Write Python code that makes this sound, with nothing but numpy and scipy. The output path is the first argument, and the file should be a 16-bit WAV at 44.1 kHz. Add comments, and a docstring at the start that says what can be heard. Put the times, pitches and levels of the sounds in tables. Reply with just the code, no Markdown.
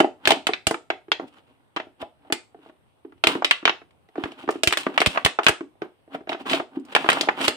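"""Squeezing a thin plastic bottle

A hand squeezes the bottle a little to the right of two microphones in a small, quiet room.
Dents snap in and out: dying wall tones crack, the belly booms, filtered noise fizzes.
Random tiny slips make the rubbing and creaking of fingers; some dents also puff low air.
Sparse echoes give a short tail, over a drifting noise hush and faint steady tones."""
import sys
import numpy as np
from scipy import signal
from scipy.fft import rfft, irfft, next_fast_len
from scipy.io import wavfile
from scipy.ndimage import uniform_filter1d

SR = 44100
rng = np.random.default_rng(int(sys.argv[2]) if len(sys.argv) > 2 else 0)


def voltage_ratio(decibels):
    """Convert decibels (scalar or array-like) to amplitude ratios, 20 dB per decade."""
    exponent = np.asarray(decibels, float) / 20
    return 10 ** exponent


def transcribe(signal):
    """Save signal, clipped to [-1, 1], as a 16-bit WAV file at the path in sys.argv[1]."""
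    frames = np.atleast_2d(signal).T
    limited = np.clip(frames, -1, 1)
    pcm = np.round(limited * 32767).astype(np.int16)
    wavfile.write(sys.argv[1], SR, pcm)


N = 333396  # length of the scene in samples
ONSET = 350  # samples at the start of a snap or puff that set its level


def evened(x, size=None):
    """Scales to rms 1 over the first size samples."""
    return x / np.sqrt(np.mean(x[..., :size] ** 2) + 1e-20)


def read(points, hz):
    """Reads a table between its points on a log-frequency axis."""
    point_hz, value = np.transpose(points)
    return np.interp(np.log(hz + 1), np.log(point_hz + 1), value)


def colour(x, points):
    """Makes some pitches louder and others softer, by a table of (pitch_hz, level_db)."""
    length = x.shape[-1]
    size = next_fast_len(length)
    gain = voltage_ratio(read(points, np.fft.rfftfreq(size, 1 / SR)))
    return irfft(rfft(x, size) * gain, size)[..., :length]


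def rise(t, s):
    """Smooth start over s seconds."""
    return np.sin(np.pi / 2 * np.minimum(t / s, 1)) ** 2


def ring(hz, db, t60, phase, t):
    """Sums dying tones, each falling 60 dB in t60 seconds; phase has one row a microphone."""
    turning = np.exp(np.outer(2j * np.pi * hz - np.log(1000) / t60, t))
    return ((voltage_ratio(db) * np.exp(1j * phase)) @ turning).imag


def without_bass(x):
    """Takes away the deep bass below about 150 Hz."""
    return signal.sosfilt(signal.butter(2, 150, "high", fs=SR, output="sos"), x)


def add(mix, s, sound):
    """Mixes a two-channel sound in at time s."""
    part = mix[:, round(s * SR):][:, :sound.shape[1]]
    part += sound[:, :part.shape[1]]


# colour of the hush: pitch_hz, level_db (relative, per Hz)
HUSH_COLOUR = [(18, -41.5), (30, -14.5), (100, 1.5), (160, -9.5), (500, -11.5), (900, -12.5), (1300, -19),
               (3300, -27.5), (4300, -32.5), (7300, -41), (8520, -34), (11500, -37.5), (15000, -43.5),
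               (16200, -53.5)]
# how alike the hush is left and right: pitch_hz, likeness (-1 to 1)
HUSH_LIKENESS = [(60, -0.4), (300, 0.24), (1400, -0.13)]
# faint steady tones of electronics: pitch_hz, level_db
WHINE = [(8263, -93), (8800, -97), (9400, -95), (10643, -96)]


def quiet_air():
    """The hush of the room is noise with drifting patches; electronics add faint steady tones."""
    hush_db = -63.5
    frames, hz = N // 256 + 5, np.fft.rfftfreq(1024, 1 / SR)
    a, b, c, d, patches = rng.standard_normal((frames, 513, 5)).T
    # smoothing over pitch, then over time, turns single dots into patches
    patches = evened(uniform_filter1d(uniform_filter1d(patches, 12, 0), 14, 1))
    same = np.clip(read(HUSH_LIKENESS, hz), -1, 1)[:, None]
    left = a + 1j * b
    right = same * left + np.sqrt(1 - same ** 2) * (c + 1j * d)
    gain = voltage_ratio(read(HUSH_COLOUR, hz)[:, None] + 2.0 * patches)
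    hush = signal.istft(np.array([left, right]) * gain, nperseg=1024, noverlap=768)[1][:, :N]
    t = np.arange(N) / SR
    tones = sum(voltage_ratio(db) * np.sqrt(2) * np.sin(2 * np.pi * f * t) for f, db in WHINE)
    return voltage_ratio(hush_db) * evened(hush) + tones


def slips(per_s, spread_db, clumps):
    """Tiny random stick-slips in clumps, a few much larger, some heard on both sides, some on one."""
    spread = np.minimum(rng.exponential(1, (3, N)), 4)
    size = voltage_ratio(spread_db * spread) * rng.choice([-1., 1.], (3, N))
    both, *own = size * (rng.random((3, N)) < clumps * per_s / SR)
    return both + 1.2 * np.array(own)


# the bottle's belly and the air in it, before damping and detuning: pitch_hz, level_db, t60_s
BELLY = [(271, -0.5, 0.26), (278.8, 1.5, 0.94), (337, 9.5, 0.13), (430, 4.5, 0.12), (642, 3, 0.02),
         (651, 9, 0.096), (870, 2.5, 0.17), (789.6, 7, 0.17), (1010, 1, 0.15), (1140, -1.5, 0.092)]
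# colour of slips of the broad panels: pitch_hz, level_db
CREAK = [(600, -27), (900, 0.5), (1500, 0), (2200, -10.5), (4000, -36.5)]
# colour of slips of the tight creases: pitch_hz, level_db
CRUNCH = [(1200, -7.5), (2200, 1.5), (2900, 5.5), (3800, -2.5), (4500, -7), (7000, -29)]
# colour of the finest crackle, in rubs and snaps: pitch_hz, level_db
FIZZ = [(2650, -24.5), (4500, -1.5), (6490, -6), (7370, -3.5), (9020, -4.5), (11200, -20), (14800, -18.5),
        (16000, -29.5)]
# strokes of the fingers: peak_s, effort_db, hiss_db, swell_s, fade_s
STROKES = [(0.305, -19.5, -39.5, 0.083, 0.11), (1.214, -36.5, -81, 0.0061, 0.08),
           (1.342, -51, -66, 0.037, .03), (1.384, -46, -69.5, 0.1, 0.054), (1.28, -56, -62.5, .03, 0.046),
           (1.49, -56.5, -80.5, 0.094, 0.19), (1.61, -59, -90, .03, 0.038), (2.019, -29, -50.5, 0.03, .02),
           (2.282, -51, -83, 0.15, 0.026), (2.69, -49.5, -72, 0.22, 0.047),
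           (3.287, -19, -36.5, 0.0096, 0.14), (4.171, -37, -74, 0.024, .3), (4.249, -43.5, -62, 0.17, .25),
           (4.398, -37, -58, 0.048, 0.17), (4.507, -42, -50, 0.024, 0.17), (4.787, -27, -35, 0.01, .12),
           (4.9, -40, -70, .15, .15), (4.967, -35, -61.5, 0.13, .01), (5.102, -38, -46, 0.015, 0.22),
           (5.158, -31, -54, 0.075, .1), (6.15, -30, -58, 0.057, 0.033), (6.301, -29, -53, 0.027, .11),
           (6.415, -36, -58, 0.067, .035), (6.469, -25, -47, 0.026, 0.15), (6.507, -19.5, -35, 0.046, .1),
           (6.55, -18, -37.5, 0.066, 0.089), (6.208, -50, -86.5, 0.02, 0.039),
           (5.828, -33.5, -69.5, 0.017, 0.069), (6.76, -40.5, -71, 0.089, .07),
           (6.935, -35.5, -58.5, 0.13, .01), (6.992, -28.5, -50, 0.013, 0.34),
           (7.149, -25, -44.5, 0.25, .3), (7.393, -22, -53, 0.047, .1), (7.451, -20, -32, 0.11, 0.13)]


def rubbing():
    """Slips of skin and plastic drive the belly, the panels, the creases and a dry hiss."""
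    t, tap_t = np.arange(N) / SR, np.arange(4000) / SR
    # one crease sets off the next
    clumps = np.exp(0.45 * evened(uniform_filter1d(rng.standard_normal(N), 250)))

    # a slip rings the belly for a quarter of its full time, with its high notes favoured
    belly_hz, db, t60 = np.transpose(BELLY)
    tilted_db = db + 3 * np.log2(belly_hz / 600)
    belly_tap = ring(belly_hz, tilted_db, 0.25 * t60, np.zeros((1, len(BELLY))), tap_t)
    belly_tap = belly_tap * rise(tap_t, 0.002)
    belly_slips = slips(200, 4, clumps).sum(0)[None]
    belly = evened(signal.oaconvolve(belly_slips, belly_tap)[:, :N])
    creak = evened(colour(slips(800, 4.5, clumps), CREAK))
    crunch = evened(colour(slips(1600, 4.5, clumps), CRUNCH))
    hiss = evened(colour(slips(4200, 2.0, clumps), FIZZ))

    # the hand never lies quite still on the plastic
    effort, hissing = np.full(N, voltage_ratio(-71)), np.full(N, voltage_ratio(-91.5))
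    for peak_s, effort_db, hiss_db, swell_s, fade_s in STROKES:
        span = slice(round((peak_s - 2 * swell_s) * SR), round((peak_s + 2 * fade_s) * SR))
        away = np.maximum((peak_s - t[span]) / swell_s, (t[span] - peak_s) / fade_s) ** 1.24
        # one swelling or fading time from its peak, a stroke is down by these dB
        effort[span] = np.hypot(effort[span], voltage_ratio(effort_db - 30.5 * away))
        hissing[span] = np.hypot(hissing[span], voltage_ratio(hiss_db - 41 * away))

    # a dry, bright rub works the creases; a dull one rocks the belly
    dry_db = 20 * np.log10(hissing / effort) + 23.2
    stroke = belly * voltage_ratio(-7.0 - 0.41 * dry_db)
    stroke = stroke + creak * voltage_ratio(-9.5)
    stroke = stroke + crunch * voltage_ratio(-10.5 + 0.57 * dry_db)
    return without_bass(stroke * effort + hiss * hissing)


def wall_crack(crack_hz, t):
    """A flipping dent shakes the many tones of the thin wall that lie round its own pitch."""
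    place, size, turn, skew = rng.standard_normal((4, 90))
    modes_hz = np.geomspace(650, 7000, 90) * np.exp(0.024 * place)
    octaves = np.log2(modes_hz / crack_hz)
    far_db = np.where(octaves > 0, 9.0, 7.0) * octaves ** 2 - 1.1 * octaves
    db = 2.2 * size - 26 * np.tanh(far_db / 26)  # the drop levels off at 26 dB
    # the two microphones see each tone a little differently
    phase = 0.75 * turn + 0.79 * np.outer([1, -1], skew)
    crack = ring(modes_hz, db, 0.039 * (2000 / modes_hz) ** 0.087, phase, t)
    crack = crack * rise(t, 1.32 / crack_hz)  # big dents flip slowly
    return crack * (1 + 5.3 * np.exp(-t / 0.00025))  # the flip itself is a sharp spike


def belly_boom(boom_hz, t):
    """A snap sets the belly and its air ringing, strongest near boom_hz."""
    detune, size, turn, skew = rng.standard_normal((4, len(BELLY)))
    belly_hz, db, t60 = np.transpose(BELLY)
    # the squeezed shape detunes the belly, its lowest notes least
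    belly_hz = belly_hz * np.exp(0.05 * np.tanh(belly_hz / 600) ** 2 * detune)
    db = db + 2.5 * size - 16 * np.log2(belly_hz / boom_hz) ** 2
    phase = 1.9 * turn + 0.03 * np.outer([1, -1], skew)
    belly = ring(belly_hz, db, t60, phase, t) * rise(t, 0.54 / boom_hz)
    return belly * (1 + 4.0 * np.exp(-t / 0.0065))  # the gripping hand soon damps the boom


def crease_fizz(t):
    """Creases fizz as bright noise that dies fast, then slower."""
    both, left, right = rng.standard_normal((3, len(t)))
    fade = voltage_ratio(-60 * t / 0.033) + 0.25 * voltage_ratio(-60 * t / 0.092)
    return colour((both + 6.3 * np.array([left, right])) * fade, FIZZ)


def snap(crack_db, crack_hz, belly_db, boom_hz, fizz_db):
    """A dent flips: its wall cracks, the belly booms, creases fizz."""
    t = np.arange(3000) / SR
    sound = voltage_ratio(crack_db) * evened(wall_crack(crack_hz, t), ONSET)
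    sound = sound + voltage_ratio(belly_db) * evened(belly_boom(boom_hz, t), ONSET)
    sound = sound + voltage_ratio(fizz_db) * evened(crease_fizz(t), ONSET)
    return without_bass(sound * rise(t[::-1], 0.012))  # fades out smoothly at the end


# dents cracking sharply: start_s, crack_db, dent_hz, belly_db, fizz_db
CRACKS = [(0.0027, -9.5, 1523, -9, -30), (0.2544, -17.5, 2587, -33, -40), (0.2739, -9.5, 2326, -20.5, -19),
          (0.2905, -24.5, 2950, -41, -43.5), (0.3061, -12.5, 2473, -39.5, -22),
          (0.319, -15.5, 2677, -16.5, -30.5), (0.469, -15.5, 2175, -28.5, -25.5),
          (0.535, -19, 2315, -48.5, -58), (0.669, -15, 2342, -22, -17), (0.71, -22.5, 1260, -19, -31),
          (0.743, -24.5, 1525, -30, -44.5), (0.9022, -18.5, 1600, -22.5, -48.5),
          (1.1179, -12.5, 2470, -32, -42.5), (1.1967, -30, 880, -27, -74), (1.763, -26.5, 2037, -29.5, -47),
          (1.769, -21, 1490, -32, -60), (1.7995, -29, 1620, -30.5, -75.5), (2.324, -17, 2510, -23, -22),
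          (3.179, -65.5, 2490, -66.5, -89.5), (3.239, -12, 2400, -20, -32), (3.2705, -9.5, 2392, -17, -22),
          (3.422, -21.5, 885, -26, -67), (3.446, -13, 2803, -30, -27.5), (3.5103, -7.5, 2333, -53, -27),
          (3.6539, -10, 2265, -22, -51.5), (3.6774, -11.5, 1600, -51, -43.5),
          (3.6943, -15.5, 1910, -24.5, -58), (3.908, -60.5, 2200, -66, -74),
          (4.088, -57, 2180, -54.5, -76.5), (4.1559, -36, 1050, -38, -71.5),
          (4.2374, -24.5, 1760, -31.5, -49.5), (4.319, -42.5, 2480, -41.5, -56),
          (4.4893, -15.5, 1006, -17.5, -58.5), (4.507, -44.5, 2960, -48.5, -37.5),
          (4.634, -15, 2906, -21.5, -20), (4.674, -11.5, 2782, -24, -18), (4.7076, -27, 2210, -36, -47),
          (4.7252, -15.5, 2128, -30.5, -25.5), (4.7353, -21.5, 2218, -39.5, -40),
          (4.7721, -17.5, 2580, -32, -26), (4.9413, -41.5, 1840, -53, -57.5),
          (4.9773, -11, 1833, -25.5, -34.5), (5.0036, -19, 2970, -23.5, -31),
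          (5.0164, -12.5, 1710, -20.5, -29), (5.061, -12.5, 2332, -23.5, -23.5),
          (5.0697, -20.5, 2890, -41, -28.5), (5.149, -30.5, 1137, -45, -70), (5.159, -25.5, 1094, -40, -70),
          (5.1739, -14.5, 1250, -55, -54), (5.249, -13, 2700, -49.5, -20), (5.261, -11.5, 1857, -26, -27),
          (5.388, -13.5, 1082, -22.5, -58), (5.433, -31, 2483, -59.5, -43.5), (5.4433, -34, 2543, -49, -37),
          (5.466, -5.5, 2185, -22, -30.5), (5.4836, -10.5, 1674, -45, -20.5),
          (5.491, -18, 1935, -18, -24.5), (5.8199, -42, 2690, -53, -65), (6.293, -26.5, 2480, -25, -51),
          (6.2985, -43.5, 2685, -33.5, -58.5), (6.319, -26.5, 1316, -32, -65.5),
          (6.3296, -29, 2260, -34, -61), (6.456, -40, 1250, -37, -71), (6.4645, -32, 1000, -43, -66),
          (6.4972, -24, 2830, -46, -42.5), (6.511, -34, 2870, -48, -51.5), (6.5325, -17, 2500, -34, -45),
          (6.548, -28.5, 3300, -36, -47), (6.798, -66, 2520, -60, -62), (6.851, -62, 2030, -55, -55),
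          (6.923, -39, 1470, -46, -52), (6.9501, -11.5, 2284, -21.5, -28),
          (6.9629, -10.5, 1532, -36, -34.5), (7.089, -7.5, 1530, -27, -33),
          (7.1007, -14, 2060, -44.5, -24.5), (7.1184, -19, 2094, -35, -44.5),
          (7.1301, -20.5, 1867, -29, -30), (7.2105, -16.5, 3820, -27, -26.5),
          (7.2871, -11, 1193, -25.5, -54.5), (7.412, -25.5, 2212, -29, -35.5),
          (7.4803, -13, 2755, -19, -19.5)]


def add_cracks(bottle):
    """Sharp dents crack at their own pitch while the belly booms round 493 Hz."""
    for start_s, crack_db, dent_hz, belly_db, fizz_db in CRACKS:
        add(bottle, start_s, snap(crack_db, dent_hz, belly_db, 493, fizz_db))


# broad panels popping with a dull knock: start_s, belly_db, boom_hz, tick_db
KNOCKS = [(0.0441, -14.5, 493, -27), (0.288, -21.5, 750, -38), (0.3057, -11, 740, -37),
          (0.4902, -19.5, 530, -24.5), (1.0825, -39.5, 327, -50), (1.8689, -43.5, 430, -63.5),
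          (2.026, -27.5, 650, -37), (2.249, -52.5, 600, -64), (2.3007, -28.5, 465, -39),
          (2.5452, -42.5, 430, -55.5), (2.588, -49, 320, -70), (2.6611, -46, 490, -56),
          (2.696, -46.5, 430, -52), (3.0484, -34.5, 343, -53), (3.122, -47.5, 350, -50),
          (3.352, -22.5, 310, -26), (3.6275, -34.5, 300, -41), (3.817, -47, 403, -47),
          (4.1797, -22.5, 327, -39), (4.2563, -27, 322, -34), (4.438, -35.5, 330, -50.5),
          (4.477, -26.5, 325, -32), (4.5553, -26.5, 346, -40), (4.866, -18, 360, -20),
          (5.6075, -27.5, 340, -35.5), (5.754, -57, 497, -69), (5.8189, -25, 367, -30.5),
          (6.0769, -47.5, 443, -61.5), (6.1483, -26.5, 530, -33), (6.207, -41.5, 450, -51.5),
          (6.2725, -34.5, 504, -40.5), (6.346, -28.5, 493, -32.5), (6.537, -17, 397, -41),
          (6.5986, -25, 540, -25.5), (6.7687, -22.5, 260, -53), (7.0437, -25.5, 467, -25.5),
          (7.062, -32, 503, -26), (7.171, -28, 566, -24), (7.231, -29.5, 620, -35),
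          (7.273, -26.5, 587, -60)]


def add_knocks(bottle):
    """Broad panels pop: a boom with a low tick round 1250 Hz and a fizz 37 dB under the tick."""
    for start_s, belly_db, boom_hz, tick_db in KNOCKS:
        add(bottle, start_s, snap(tick_db, 1250, belly_db, boom_hz, tick_db - 37))


def puff(db):
    """A moving dent pushes one low gust of air, stronger at the near (right) microphone."""
    turn = 2 * np.pi * 95 * np.arange(3000) / SR  # a 95 Hz swing
    swing = np.sin(turn - np.array([[0.3], [-0.15]])) * turn * np.exp(-turn / 0.52)
    return voltage_ratio(db) * evened(voltage_ratio([[-3.0], [2.5]]) * swing, ONSET)


# low gusts of air with some of the snaps: start_s, level_db
PUFFS = [(0.273, -31.5), (0.669, -22.5), (2.026, -42.5), (2.3257, -41), (3.269, -28.5), (4.2389, -32),
         (4.6729, -20.5), (5.0704, -17.5), (5.2504, -19.5), (5.486, -34), (5.4929, -24.5), (7.4793, -32)]


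def add_puffs(bottle):
    """Some of the snaps also push out a low gust of air."""
    for start_s, level_db in PUFFS:
        add(bottle, start_s, puff(level_db))


# how long the echoes take to fall 60 dB: pitch_hz, t60_s
ROOM_T60 = [(100, 0.023), (300, 0.25), (1000, 0.23), (3000, 0.22), (5000, 0.25), (8000, 0.28),
            (15000, 0.033)]


def room(x):
    """Three sets of sparse echoes take turns quickly, so moments of one snap trail differently."""
    size, wet = SR // 2, np.zeros((2, N))
    for k in range(3):
        # one echo at a random place in every 20 samples
        taps = np.zeros((2, size))
        at = np.arange(100, size - 20, 20) + rng.integers(0, 20, (2, (size - 101) // 20))
        np.put_along_axis(taps, at, rng.choice([-1., 1.], at.shape), 1)
        hz, t, z = signal.stft(taps, SR, nperseg=256)
        # how much of the tail both microphones share, by pitch
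        shared = np.clip(read([(150, 0.1), (600, 1.0), (1500, 0.14)], hz), 0, 1)[:, None]
        z[1] = shared * z[0] + np.sqrt(1 - shared ** 2) * z[1]
        fade = voltage_ratio(-60 * t / read(ROOM_T60, hz)[:, None])
        tail = signal.istft(z * fade, SR, nperseg=256)[1]
        tail = tail / np.linalg.norm(tail[0])
        # the three shares swing in turn and always add up to the same power
        share = np.sqrt(2 / 3) * np.cos(np.pi * (np.arange(N) / SR * 60 + k / 3))
        wet += signal.oaconvolve((x * share)[None], tail, axes=1)[:, :N]
    return colour(wet, [(60, -9.5), (200, 4.0), (1000, -1.0), (3000, 2.5), (5000, 1.65),
                        (8000, -1.5), (15000, 2.5)])


def scene():
    """Snaps and rubbing reach the right microphone first, then come the room and its hush."""
    bottle = rubbing()
    add_cracks(bottle)
    add_knocks(bottle)
    add_puffs(bottle)
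    # the far (left) microphone hears the bottle 8 samples later, with less treble
    left = colour(np.pad(bottle[0], (8, 0))[:N], [(5000, -0.82), (8000, -2.5)])
    direct = np.array([left, bottle[1] * voltage_ratio(-0.08)])
    return direct + voltage_ratio(-13.0) * room(bottle.mean(0)) + quiet_air()


def low_pass(x):
    """Removes everything above the highest recorded frequency."""
    return signal.sosfilt(signal.butter(12, 16490, fs=SR, output="sos"), x)


# colour of the microphones: pitch_hz, level_db
MICROPHONE = [(1300, -0.11), (1700, -2), (3000, 1.6), (3800, 1), (4300, -2), (6500, -3.5), (8000, 0.5)]


def record(dry):
    """Small microphones drop the deepest bass, peaks clip at full scale, the top treble is cut."""
    thinned = signal.sosfilt(signal.butter(3, 60, "high", fs=SR, output="sos"), dry)
    clipped = np.clip(colour(thinned, MICROPHONE), -1, 1)
    treble_cut = signal.firwin(255, 16450, window=("kaiser", 8), fs=SR)[None]
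    finished = signal.oaconvolve(clipped, treble_cut, "same")
    return low_pass(finished)


dry = scene()
out = record(dry)
transcribe(out)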